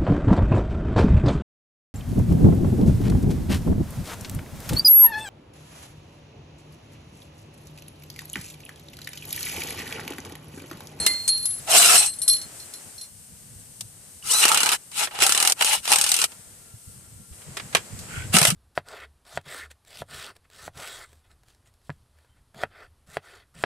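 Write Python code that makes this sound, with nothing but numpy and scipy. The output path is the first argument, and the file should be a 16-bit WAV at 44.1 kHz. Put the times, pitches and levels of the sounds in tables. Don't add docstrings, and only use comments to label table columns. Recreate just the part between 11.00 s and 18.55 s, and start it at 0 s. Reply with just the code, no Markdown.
import sys
import numpy as np
from scipy import signal
from scipy.fft import rfft, irfft, next_fast_len
from scipy.io import wavfile
from scipy.ndimage import uniform_filter1d, map_coordinates

SR = 44100
rng = np.random.default_rng(int(sys.argv[2]) if len(sys.argv) > 2 else 0)


def transcribe(u):
    v = np.clip(np.atleast_2d(u).T, -1, 1)
    q = np.round(v * 32767).astype(np.int16)
    wavfile.write(sys.argv[1], SR, q)


def ratio_of_db(decibels):
    return 10 ** (np.asarray(decibels, float) / 20)


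N = 332955


def unit(x):
    return x / np.sqrt(np.mean(x ** 2) + 1e-20)


def along(points, hz):
    f, v = np.transpose(points)
    return np.interp(np.log(hz + 1), np.log(f + 1), v)


def curves(rows, outside=None):
    s, *cols = np.transpose(rows)
    return [np.interp(np.arange(N) / SR, s, c, outside, outside) for c in cols]


def wobble(rate_hz):
    knots = rng.standard_normal(int(N * rate_hz / SR) + 4)
    return map_coordinates(knots, [np.arange(N) * rate_hz / SR])


def filtered(x, response):
    m = next_fast_len(N + 8192)
    return irfft(rfft(x, m) * response(np.fft.rfftfreq(m, 1 / SR)), m)[..., :N]


def resonance(f, center_hz, width_hz):
    return 1j * f * width_hz / (center_hz ** 2 - f * f + 1j * f * width_hz)


def noise():
    return rng.standard_normal((2, N))


def spread(pair, spectrum):
    # hz, left_right_likeness
    likeness = [(40, 0.2), (120, .75), (400, 0.9), (1000, 0.6), (2000, 0.25), (5000, .15), (10000, 0.3)]

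    def mid_side(hz):
        turn_rad = np.arccos(np.clip(along(likeness, hz), -1, 1)) / 2
        return ratio_of_db(along(spectrum, hz)) * [np.cos(turn_rad), np.sin(turn_rad)]

    mid, side = filtered(pair, mid_side)
    return unit(np.array([mid + side, mid - side]))


def add(out, s, x):
    part = out[..., round(s * SR):][..., :x.shape[-1]]
    part += x[..., :part.shape[-1]]


def bursts(rows, spike_db, spike_t60=0.017):
    # hz, level_db
    struck = [(50, -57), (120, -5.5), (350, -4.5), (1000, -1), (9000, 1), (11500, -5), (14200, -3.5),
              (14600, -36), (15500, -44), (15800, -120)]
    out, t = np.zeros((2, N)), np.arange(SR // 8) / SR
    for s, db, low_db, t60 in rows:
        rise = 1 - np.exp(-t / (.0009 if db > -30 else .003))
        for lo_hz, hi_hz, part_db, shared in ((348, 3500, low_db, 0.78), (3513, 13000, 0, 0.44)):
            hz = lo_hz + (hi_hz - lo_hz) * rng.random((30, 1)) ** 1.3
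            late_s = np.maximum(t - 0.0033 * rng.random((30, 1)), 0)
            decay = ratio_of_db(rng.normal(0, 2, (30, 1)) - 60 * late_s / t60)
            modes = decay * np.sin(2 * np.pi * hz * late_s)
            band = signal.butter(2, [lo_hz, hi_hz], "band", fs=SR, output="sos")
            crackle = signal.sosfilt(band, rng.standard_normal((3, len(t))))
            crackle = 1.17 * (crackle[:2] + shared * crackle[2]) / np.hypot(1, shared)
            crackle *= ratio_of_db(12 - 60 * t / t60) + ratio_of_db(12 + spike_db - 60 * t / spike_t60)
            gains = rng.standard_normal((2, 30)) + shared * rng.standard_normal(30)
            near = gains * .6 / np.hypot(1, shared) @ modes
            add(out, s, ratio_of_db(db + part_db - 25.0) * (near + crackle) * rise)
    return filtered(out, lambda hz: ratio_of_db(along(struck, hz)))


def wrench():
    hits = blows()
    out = gearbox(hits[:, 0]) + free_spins() + hammer(hits) + trigger_click()
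    return filtered(out, lambda f: 1 / (1 + (90 / (f + 1)) ** 6))


def gearbox(hit_s):
    # hz, db_per_hz
    gear_colour = [(60, -64), (120, -13), (200, -7.5), (842, -11.5), (1040, 0.5), (1310, 1.5), (1920, 1.5),
                   (2860, 5.5), (6000, -9), (7800, -22), (13200, -120)]
    fizz_colour = [(2060, -31), (3500, -7.5), (3960, -6), (4690, -3), (9950, 2.5), (11600, -6), (13800, -6),
                   (14500, -89), (15500, -110)]
    # press_s, spin_up_s, hold_s, coast_s, gearbox_db
    pulls = [(0.658, 0.09, 0.2, 0.1, -22), (0.906, 0.053, 0.088, 0.086, -33.5),
             (3.208, 0.11, 0.11, 0.021, -33), (3.407, 0.037, 0.29, 0.047, -22),
             (3.911, 0.084, 0.042, 0.058, -29.5), (4.091, 0.027, 0.089, 0.034, -51.5),
             (4.178, 0.048, 0.29, 0.027, -23), (4.533, 0.041, 0.029, .012, -72),
             (4.602, 0.011, 0.13, 0.087, -27.5), (4.813, 0.096, 0.32, 0.049, -24),
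             (7.317, 0.039, 0.13, 0.058, -21)]
    # drone_hz, left_minus_right_db, fizz_over_gearbox_db, drone_over_gearbox_db
    grips = [(698, -1, 9, -4.5), (830, -2.5, 11, -6.5), (860, 0.3, 13, -8), (864, 0, 4.5, -9.5),
             (835, 2.5, 3, -15), (812, 3, -9, -6), (790, -1, 6, -11.5), (840, 1.5, 2, -29),
             (855, 1.5, 3.5, -7), (814, 0.5, 6.5, -18.5), (686, -0.9, 7, -10)]
    growls = [0.5, -4.5, 2, 2, -5, 6, 1, -1, -11, -1.5, 4.5]
    # peak_s, gearbox_db, drone_over_gearbox_db
    jolts = [(.672, -14.5, 9), (.94, -58, 10), (3.448, -22, -5), (3.975, -40.5, 1), (4.035, -39, -12),
             (4.046, -30.5, 4), (4.155, -47, 13), (4.227, -20.5, -9.5), (4.622, -24.5, -7),
             (4.733, -26.5, 0.5), (4.926, -15.5, -6), (5.248, -17.5, -19), (7.353, -13, -8)]
    split_hz, jolt_db_per_s, sag_db_per_s = 1900, 467, -5.5
    loud_power = 2.04
    now = np.arange(N) / SR
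    body, fizz = spread(ticks(), gear_colour), spread(ticks(), fizz_colour)
    shake = noise() * ratio_of_db(4 * wobble(40))
    gain = rebound(hit_s)
    body, fizz = gain * unit(housing(body)), gain * unit(housing(fizz))
    growl = filtered(body, lambda f: 1 / (1 + (f / split_hz) ** 4))
    jolt = sum(ratio_of_db(db - jolt_db_per_s * np.abs(now - s)) for s, db, _ in jolts)
    lurch = sum(ratio_of_db(db + more_db - jolt_db_per_s * np.abs(now - s)) for s, db, more_db in jolts)
    out = np.zeros((2, N))
    for pull, grip, growl_db in zip(pulls, grips, growls):
        press_s, *stages_s, db = pull
        hz, lean_db, fizz_db, drone_db = grip
        speed = np.interp(now, np.cumsum([press_s, *stages_s]), [0, 1, 1, 0])
        loudness = speed ** loud_power * ratio_of_db(sag_db_per_s * np.clip(now - press_s, 0, 1))
        drone = spread(shake, [(hz / 12, -90), (hz / 3, -40), (hz * 0.69, -14), (hz * 0.85, -11), (hz, 0),
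                               (hz * 1.285, -13), (hz * 17.0, -40), (hz * 12, -110)])
        chatter = ratio_of_db(3.5) * (body + (ratio_of_db(growl_db) - 1) * growl)
        steady = ratio_of_db(db) * (chatter + ratio_of_db(fizz_db) * fizz + ratio_of_db(drone_db + 1.0) * drone)
        lean = ratio_of_db([[lean_db / 2], [-lean_db / 2]])
        out += lean * loudness * (steady + jolt * (body + fizz) + lurch * drone)
    return out


def ticks():
    return jangling(4) * ratio_of_db(1.5 * wobble(900) + 1.3 * wobble(70))


def jangling(depth_db):
    z = signal.stft(noise(), nperseg=512)[2]
    flare = uniform_filter1d(rng.standard_normal(z.shape[1:]), size=6, axis=1)
    return signal.istft(z * ratio_of_db(depth_db * unit(flare)), nperseg=512)[1][:, :N]


def housing(x):
    # center_hz, width_hz, level_db
    bands = [(452, 30, 7), (1333, 126, 2), (2914, 250, -1), (2500, 550, -11), (4040, 217, 2),
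             (5300, 900, -6), (8030, 1700, -6.5)]
    flutter_db = 1.5
    lifted = 0
    for center_hz, width_hz, db in bands:
        band = filtered(x, lambda f: resonance(f, center_hz, width_hz))
        lifted = lifted + ratio_of_db(db + flutter_db * wobble(35)) * band
    return x + lifted


def rebound(hit_s):
    t = np.arange(N) / SR
    k = np.clip(np.searchsorted(hit_s, t), 1, len(hit_s) - 1)
    gap_s = hit_s[k] - hit_s[k - 1]
    winding = np.clip((t - hit_s[k - 1]) / gap_s, 0, 1)
    hammering = (gap_s < .045) & (t > hit_s[0]) & (t < hit_s[-1])
    return ratio_of_db(np.where(hammering, 1.5 - 12 * winding ** .6, 0))


def free_spins():
    # time_s, mesh_hz
    spins = [
        [(.745, 2190), (.76, 2250), (.81, 2430), (.85, 2520), (.89, 2510), (.925, 2300), (.96, 2140)],
        [(3.295, 1470), (3.308, 1467), (3.322, 1790), (3.34, 1916), (3.36, 2037), (3.388, 2020), (3.408, 2030),
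         (3.432, 1720), (3.442, 1500), (3.46, 1494)],
    ]
    tops = [
        -36,
        -33,
    ]
    return housing(sum(whine(spin, top_db) for spin, top_db in zip(spins, tops)))


def whine(spin, top_db):
    # multiple, level_db
    orders = [(.63, -8), (2, 3), (3, 1), (5, 0)]
    db_per_octave = 7
    now, mesh_hz = np.arange(N) / SR, uniform_filter1d(curves(spin)[0], size=500)
    spinning = (now > spin[0][0]) & (now < spin[-1][0])
    level_db = np.where(spinning, top_db + db_per_octave * np.log2(mesh_hz / mesh_hz.max()), -120)
    phase = 2 * np.pi * np.cumsum(mesh_hz * (1 + .003 * wobble(200))) / SR
    return sum(ratio_of_db(level_db + db + 2 * wobble(60)) * np.sin(k * phase) for k, db in orders)


def blows():
    # start_s, peak_db, low_part_db, bolt_ring_db
    trains = [(3.488, -6, -16, -45), (3.5165, -8, -21, -46), (3.545, -3.5, -19, -34),
              (3.5735, -0.5, -9, -35), (3.6037, -6.5, -5, -41), (3.6316, -3, -2, -36),
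              (3.6596, -8, -11, -24), (3.69, -4.5, -7, -24), (3.7173, -10, -15, -36),
              (4.2349, -9, -4.5, -34), (4.265, 0.5, -25, -36), (4.2935, -5, -4, -24), (4.322, -1, -19, -30),
              (4.348, -8, -5, -30), (4.376, -2.5, -15, -21), (4.4014, -3.5, -13, -27),
              (4.426, -1, -1.5, -36), (4.45, -5.5, 1, -43), (4.474, 3, -7.5, -38), (4.4978, -6, -12, -36),
              (4.5212, 1, -10, -57), (4.9582, -1.5, -7, -28), (4.9847, -2, -20, -41),
              (5.012, -0.5, -17, -30), (5.0399, -3.5, -9, -30), (5.0638, -11, -16, -42),
              (5.0905, -9, -18, -44), (5.1168, 2.5, -34, -30), (5.141, -2.5, -10, -45),
              (5.1647, -9, -12, -30), (5.1888, -13, -17, -41), (5.216, -6, -27, -39), (5.24, -1.5, -2, -39)]
    # start_s, peak_db, low_part_db
    strays = [(3.441, -21, -9), (3.453, -2, 2), (3.481, -7, -19), (4.1889, -18.5, 9), (4.2035, -27, -7),
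              (4.2214, -17.5, 19), (4.2291, -5.5, 2), (4.6098, -21, 22.5), (4.6225, -9.5, 4),
              (4.6458, -4, -3), (4.854, -14.5, 0), (4.918, -2, -24), (4.9248, -21, -17), (4.8765, -15, 7),
              (4.934, -27, -16), (7.342, -33, -7), (7.3671, -7, 9.5), (7.385, 0, -9), (7.4149, -6, 6.5),
              (7.428, -5, -16), (7.451, -1.5, 4), (7.4696, -27, -8), (7.5026, -6.5, -22)]
    rows = [(s, db - 1, low_db, ring_db) for s, db, low_db, ring_db in trains]
    return np.array(sorted(rows + [(*row, -40) for row in strays]))


def hammer(hits):
    # start_s, ring_db
    square = [
        (4.922, -20),
        (4.959, -17),
        (5.013, -17),
        (5.119, -18),
        (5.142, -23),
    ]
    bolt_hz, bolt_t60_s = 8250, .1
    out = bursts([(s, db + 1, low_db, .026) for s, db, low_db, _ in hits], spike_db=11, spike_t60=.009)
    t = np.arange(SR // 8) / SR
    for s, *_, db in [*hits, *square]:
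        tone = np.sin(2 * np.pi * bolt_hz * t + rng.random((2, 1)) * 3)
        add(out, s, ratio_of_db(db - 60 * t / bolt_t60_s) * tone)
    return out


def trigger_click():
    # start_s, pitch_hz, level_db, t60_s
    s, hz, db, t60 = (3.226, 2900, -38, .045)
    out, t = np.zeros((2, N)), np.arange(SR // 8) / SR
    add(out, s, ratio_of_db(db - 60 * t / t60) * np.sin(2 * np.pi * hz * t))
    return out


def steel_ring(hz, db, t60):
    tremble_db, wander_rad, port_rad = 2, .03, 1.6
    t = np.arange(SR // 2) / SR
    tremble = tremble_db * np.sin(rng.uniform(124, 270) * t + 6 * rng.random())
    wander = wander_rad * np.cumsum(rng.standard_normal(len(t)))
    tone = np.sin(2 * np.pi * hz * t + wander + port_rad * rng.random((2, 1)))
    return ratio_of_db(db - 60 * t / t60 + tremble) * tone * (1 - np.exp(-t / 0.00023))


def puller():
    # start_s, crack_peak_db, low_ring_db, high_over_low_ring_db
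    clinks = [(0.0004, -36, -29, -4), (0.0636, -1, -23, -4), (0.1348, -24, -30, -20), (0.2777, -9, -29, 1),
              (0.29, -14.5, -23, -1), (0.376, -24.5, -32, 1), (0.4274, -31, -44, 11),
              (0.4548, -15, -46, 24), (0.5077, -27, -52, 16), (0.595, -32.5, -61, 16),
              (0.9785, -29.5, -31, 5), (1.06, -20.5, -39, 4), (1.137, -29, -53.5, 9),
              (1.1873, -31.5, -71, 13), (1.2175, -23, -40, 10), (1.279, -10, -32, 13),
              (1.298, -20.5, -27, -25), (1.365, -24, -43, 5), (1.414, -25, -47, 2), (1.599, -33, -51, -5),
              (1.737, -25.5, -50, 3.5), (1.98, -34, -48.5, -7), (2.012, -29, -48, 2.5),
              (2.0387, -33, -56, -4)]
    # pitch_hz, level_db, t60_s
    on_hub = [
        [(4241, -3, .75), (4180, -20, 1)],
        [(8210, 0, 0.1)],
        [(8780, -1, 0.038)],
        [(10935, -4.5, 0.43), (11000, -17, 0.34), (10400, -20, 0.13)],
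    ]
    lifted = [
        [(4212, 1, .45), (4236, -10, .4), (5606, -3, .14), (5660, -12, .15), (3460, -12, .07), (4820, -12, .07)],
        [(8232, 0, .2), (7400, -12, .1)],
        [(8904, 0, .1)],
        [(10862, 0, .32), (10812, -6, .45), (10500, -18, .3)],
    ]
    # start_s, ring_db
    long_bolt = [
        (0.0004, -27),
        (0.064, -30),
        (0.278, -19),
        (0.9798, -11),
        (1.06, -20),
        (1.2173, -35),
        (1.28, -21),
        (1.414, -58),
    ]
    short_bolt = [
        (0.0625, -15.5),
        (0.29, -11.5),
        (0.9785, -31),
        (1.136, -40),
        (1.1873, -28),
        (1.217, -23),
        (1.2778, -18.5),
        (1.414, -46),
    ]
    # pitch_hz, level_db, t60_s
    bend = [
        (2067, -22.5, 0.31),
        (2820, -19, 0.047),
        (3350, -42, 0.23),
    ]
    # time_s, level_db
    jingle = [
        (.7, -64),
        (.76, -39),
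        (.97, -29),
        (1.03, -28),
        (1.1, -58),
    ]
    bend_at_s, ring_stops_s = .066, .597
    out, t = np.zeros((2, N)), np.arange(SR // 2) / SR
    for s, crack_db, ring_db, high_db in clinks:
        early = s < ring_stops_s
        if early:
            held_s = min([at for at, db, *_ in clinks if at > s and db > -25] + [ring_stops_s]) - s
        else:
            after_s = min([at for at, *_ in clinks if at > s + .025] + [N / SR])
            held_s = min(after_s - s, .085 if crack_db > -21 else .03)
        damp = ratio_of_db(-60 * np.maximum(t - held_s, 0) / (.02 if early else .14))
        for db, family in zip((ring_db, ring_db + high_db), (on_hub if early else lifted)[::3]):
            modes = [steel_ring(hz * (1 + rng.normal(0, 0.00011)), db + rel_db + 8.0 + rng.normal(0, 1.0), t60)
                     for hz, rel_db, t60 in family]
            add(out, s, damp * sum(modes))
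    for strikes, hub_modes, free_modes in zip((long_bolt, short_bolt), on_hub[1:], lifted[1:]):
        for s, db in strikes:
            modes = hub_modes if s < ring_stops_s else free_modes
            add(out, s, sum(steel_ring(hz, db + rel_db + 2.5, t60) for hz, rel_db, t60 in modes))
    add(out, bend_at_s, sum(steel_ring(*mode) for mode in bend))
    shaken = noise() * ratio_of_db(5 * wobble(60))
    free = sum(lifted, [])
    steel = filtered(shaken, lambda f: sum(ratio_of_db(db) * resonance(f, hz, 30) for hz, db, _ in free))
    out += ratio_of_db(curves(jingle, -120)[0]) * unit(steel)
    cracks = [(s, db + 4.0, -8 if s < .2 else -14, .06) for s, db, *_ in clinks]
    return out + bursts(cracks, spike_db=-3)


def knocks():
    # start_s, peak_db, low_part_db, t60_s
    touches = [(.001, -48, -1, .5), (.049, -31, -12, .06), (.367, -35, -25, .08), (1.228, -29, -25, .06),
               (1.332, -20.5, -25, 0.15), (2.8077, -19, -12.5, 0.05), (3.914, -30, -2, 0.19),
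               (4.071, -36, 20, 0.079), (4.1094, -42, 18, 0.065), (4.151, -40.5, 22.5, 0.053),
               (5.3174, -34, 6, 0.066), (6.3244, -51.5, 12, 0.16), (6.4157, -45.5, 12.5, 0.066),
               (6.569, -24, 8.5, 0.13), (6.597, -36.5, 21.5, 0.046), (6.7266, -32.5, 10.5, .25),
               (6.7489, -9.5, 10.5, 0.066), (6.7665, -22, 13, 0.11), (6.9894, -29.5, -28, 0.27)]
    return bursts(touches, spike_db=11, spike_t60=.03)


def handling():
    # start_s, peak_db, pitch_hz
    thuds = [(2.559, -36, 89.5), (2.849, -38, 107), (5.738, -32, 110), (5.87, -34, 84), (6.073, -46, 86.1),
             (6.158, -37, 91), (6.31, -33, 75.4), (6.511, -34, 142), (6.743, -28, 167), (6.94, -32, 112),
             (7.096, -36, 161), (7.175, -22.5, 105), (7.199, -23.5, 96), (7.298, -23.5, 98.6),
             (7.342, -9.5, 190), (7.355, -10.5, 195), (7.414, -14.5, 150.4), (7.482, -16.5, 130),
             (7.521, -16, 172)]
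    out, t = np.zeros((2, N)), np.arange(SR // 8) / SR
    for s, db, hz in thuds:
        level = ratio_of_db(db + 4 - 60 * t / .075) * (1 - np.exp(-t / .005))
        port_rad = [[0], [rng.choice([-.7, .7])]]
        add(out, s, level * np.sin(2 * np.pi * hz * t + port_rad))
    return out


def creak():
    # time_s, slip_rate_hz, resonance_hz, level_db
    slips = [
        (7.08, 163, 1290, -50),
        (7.12, 140, 1425, -43.5),
        (7.17, 220, 1460, -39.5),
        (7.23, 69, 1510, -42.5),
        (7.27, 43, 1550, -52),
    ]
    rate_hz, hz, _ = curves(slips)
    cycle = np.cumsum(rate_hz * (1 + 0.1524 * wobble(87))) / SR % 1
    phase = 2 * np.pi * np.cumsum(hz) / SR

    def rough(knots_hz):
        return np.array([wobble(knots_hz), wobble(knots_hz)])

    tone = (.7 + rough(300)) * np.sin(phase)
    tone += rough(900) * np.sin(1.5 * phase)
    tone += ratio_of_db(-4) * rough(900) * np.sin(2.05 * phase)
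    return ratio_of_db(curves(slips, -120)[2]) * (0.5 + np.sin(np.pi * cycle) ** 2) * tone


def outdoors():
    # hz, db_per_hz
    rumble_colour = [(13, -40), (22, -20.5), (102, -2), (231, -12), (325, -27), (395, -31), (500, -20),
                     (650, -87), (1100, -120)]
    street_colour = [(50, -38), (120, -10), (200, 0.5), (519, 0), (1250, -4), (1820, -3), (3700, -9),
                     (4260, -7), (6000, -8.5), (7800, 1.5), (13200, -120)]
    hiss_colour = [(1470, -47), (2500, -19), (2780, -12), (3610, -13.5), (6390, -5.5), (7160, -6),
                   (8470, 3.5), (11300, -7), (14200, -9.5), (15500, -98)]
    # time_s, rumble_db
    traffic = [
        (0.0, -45),
        (0.24, -52.5),
        (0.75, -52.5),
        (1.67, -59.5),
        (2.8, -55),
        (3.3, -56),
        (5.2, -61.5),
        (5.4, -57.5),
        (6.0, -57),
        (7.3, -43.5),
    ]
    # time_s, street_db
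    street_levels = [(0.1, -36), (0.23, -48), (1.15, -50.5), (1.4, -46), (2.09, -53.5), (2.11, -58), (3.9, -57),
                     (5.3, -52), (5.45, -56.5), (6.31, -58), (6.33, -52), (6.83, -47.5), (7.16, -42),
                     (7.28, -44.5)]
    # pitch_hz, width_hz, level_db
    hz, width_hz, hum_db = (1375, 22, -74)
    hum_from_s = 4.0
    now = np.arange(N) / SR
    street_db, = curves(street_levels)
    hiss_db = -46 + 0.28 * (street_db - street_db.mean()) - 0.5 * now
    hum = spread(noise(), [(hz - 6 * width_hz, -90), (hz, 0), (hz + 6 * width_hz, -90)])
    hum *= ratio_of_db(hum_db + 4.0) * (now > hum_from_s)
    rumble = ratio_of_db(curves(traffic)[0] + 4.1 * wobble(30)) * spread(noise(), rumble_colour)
    street = ratio_of_db(street_db + 1.2 * wobble(6)) * spread(noise(), street_colour)
    hiss = ratio_of_db(hiss_db + .9 * wobble(12)) * spread(noise(), hiss_colour)
    return rumble + street + hiss + hum


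def scene():
    return wrench() + puller() + knocks() + handling() + creak() + outdoors()


def top_cut(x):
    return signal.sosfilt(signal.butter(12, 14550, fs=SR, output="sos"), x)


def record(dry):
    # hz, right_over_left_db
    lean = [(100, 0), (5000, 3), (8500, -6.5), (13000, -4)]
    # hz, left_lead_rad
    leads = [(0, 1.8), (780, -0.7), (1030, -1.18), (3620, 0.3), (3960, 1.3), (6980, 0.3), (15200, -0.76)]

    def ports(hz):
        gain = ratio_of_db(np.outer([-.5, .5], along(lean, hz)))
        return gain * np.exp(1j * np.outer([.5, -.5], along(leads, hz)))

    x = filtered(dry, ports)
    x = x / (1 + np.abs(x) ** 6) ** (1 / 6)
    return top_cut(x)


dry = scene()
out = record(dry)
transcribe(out)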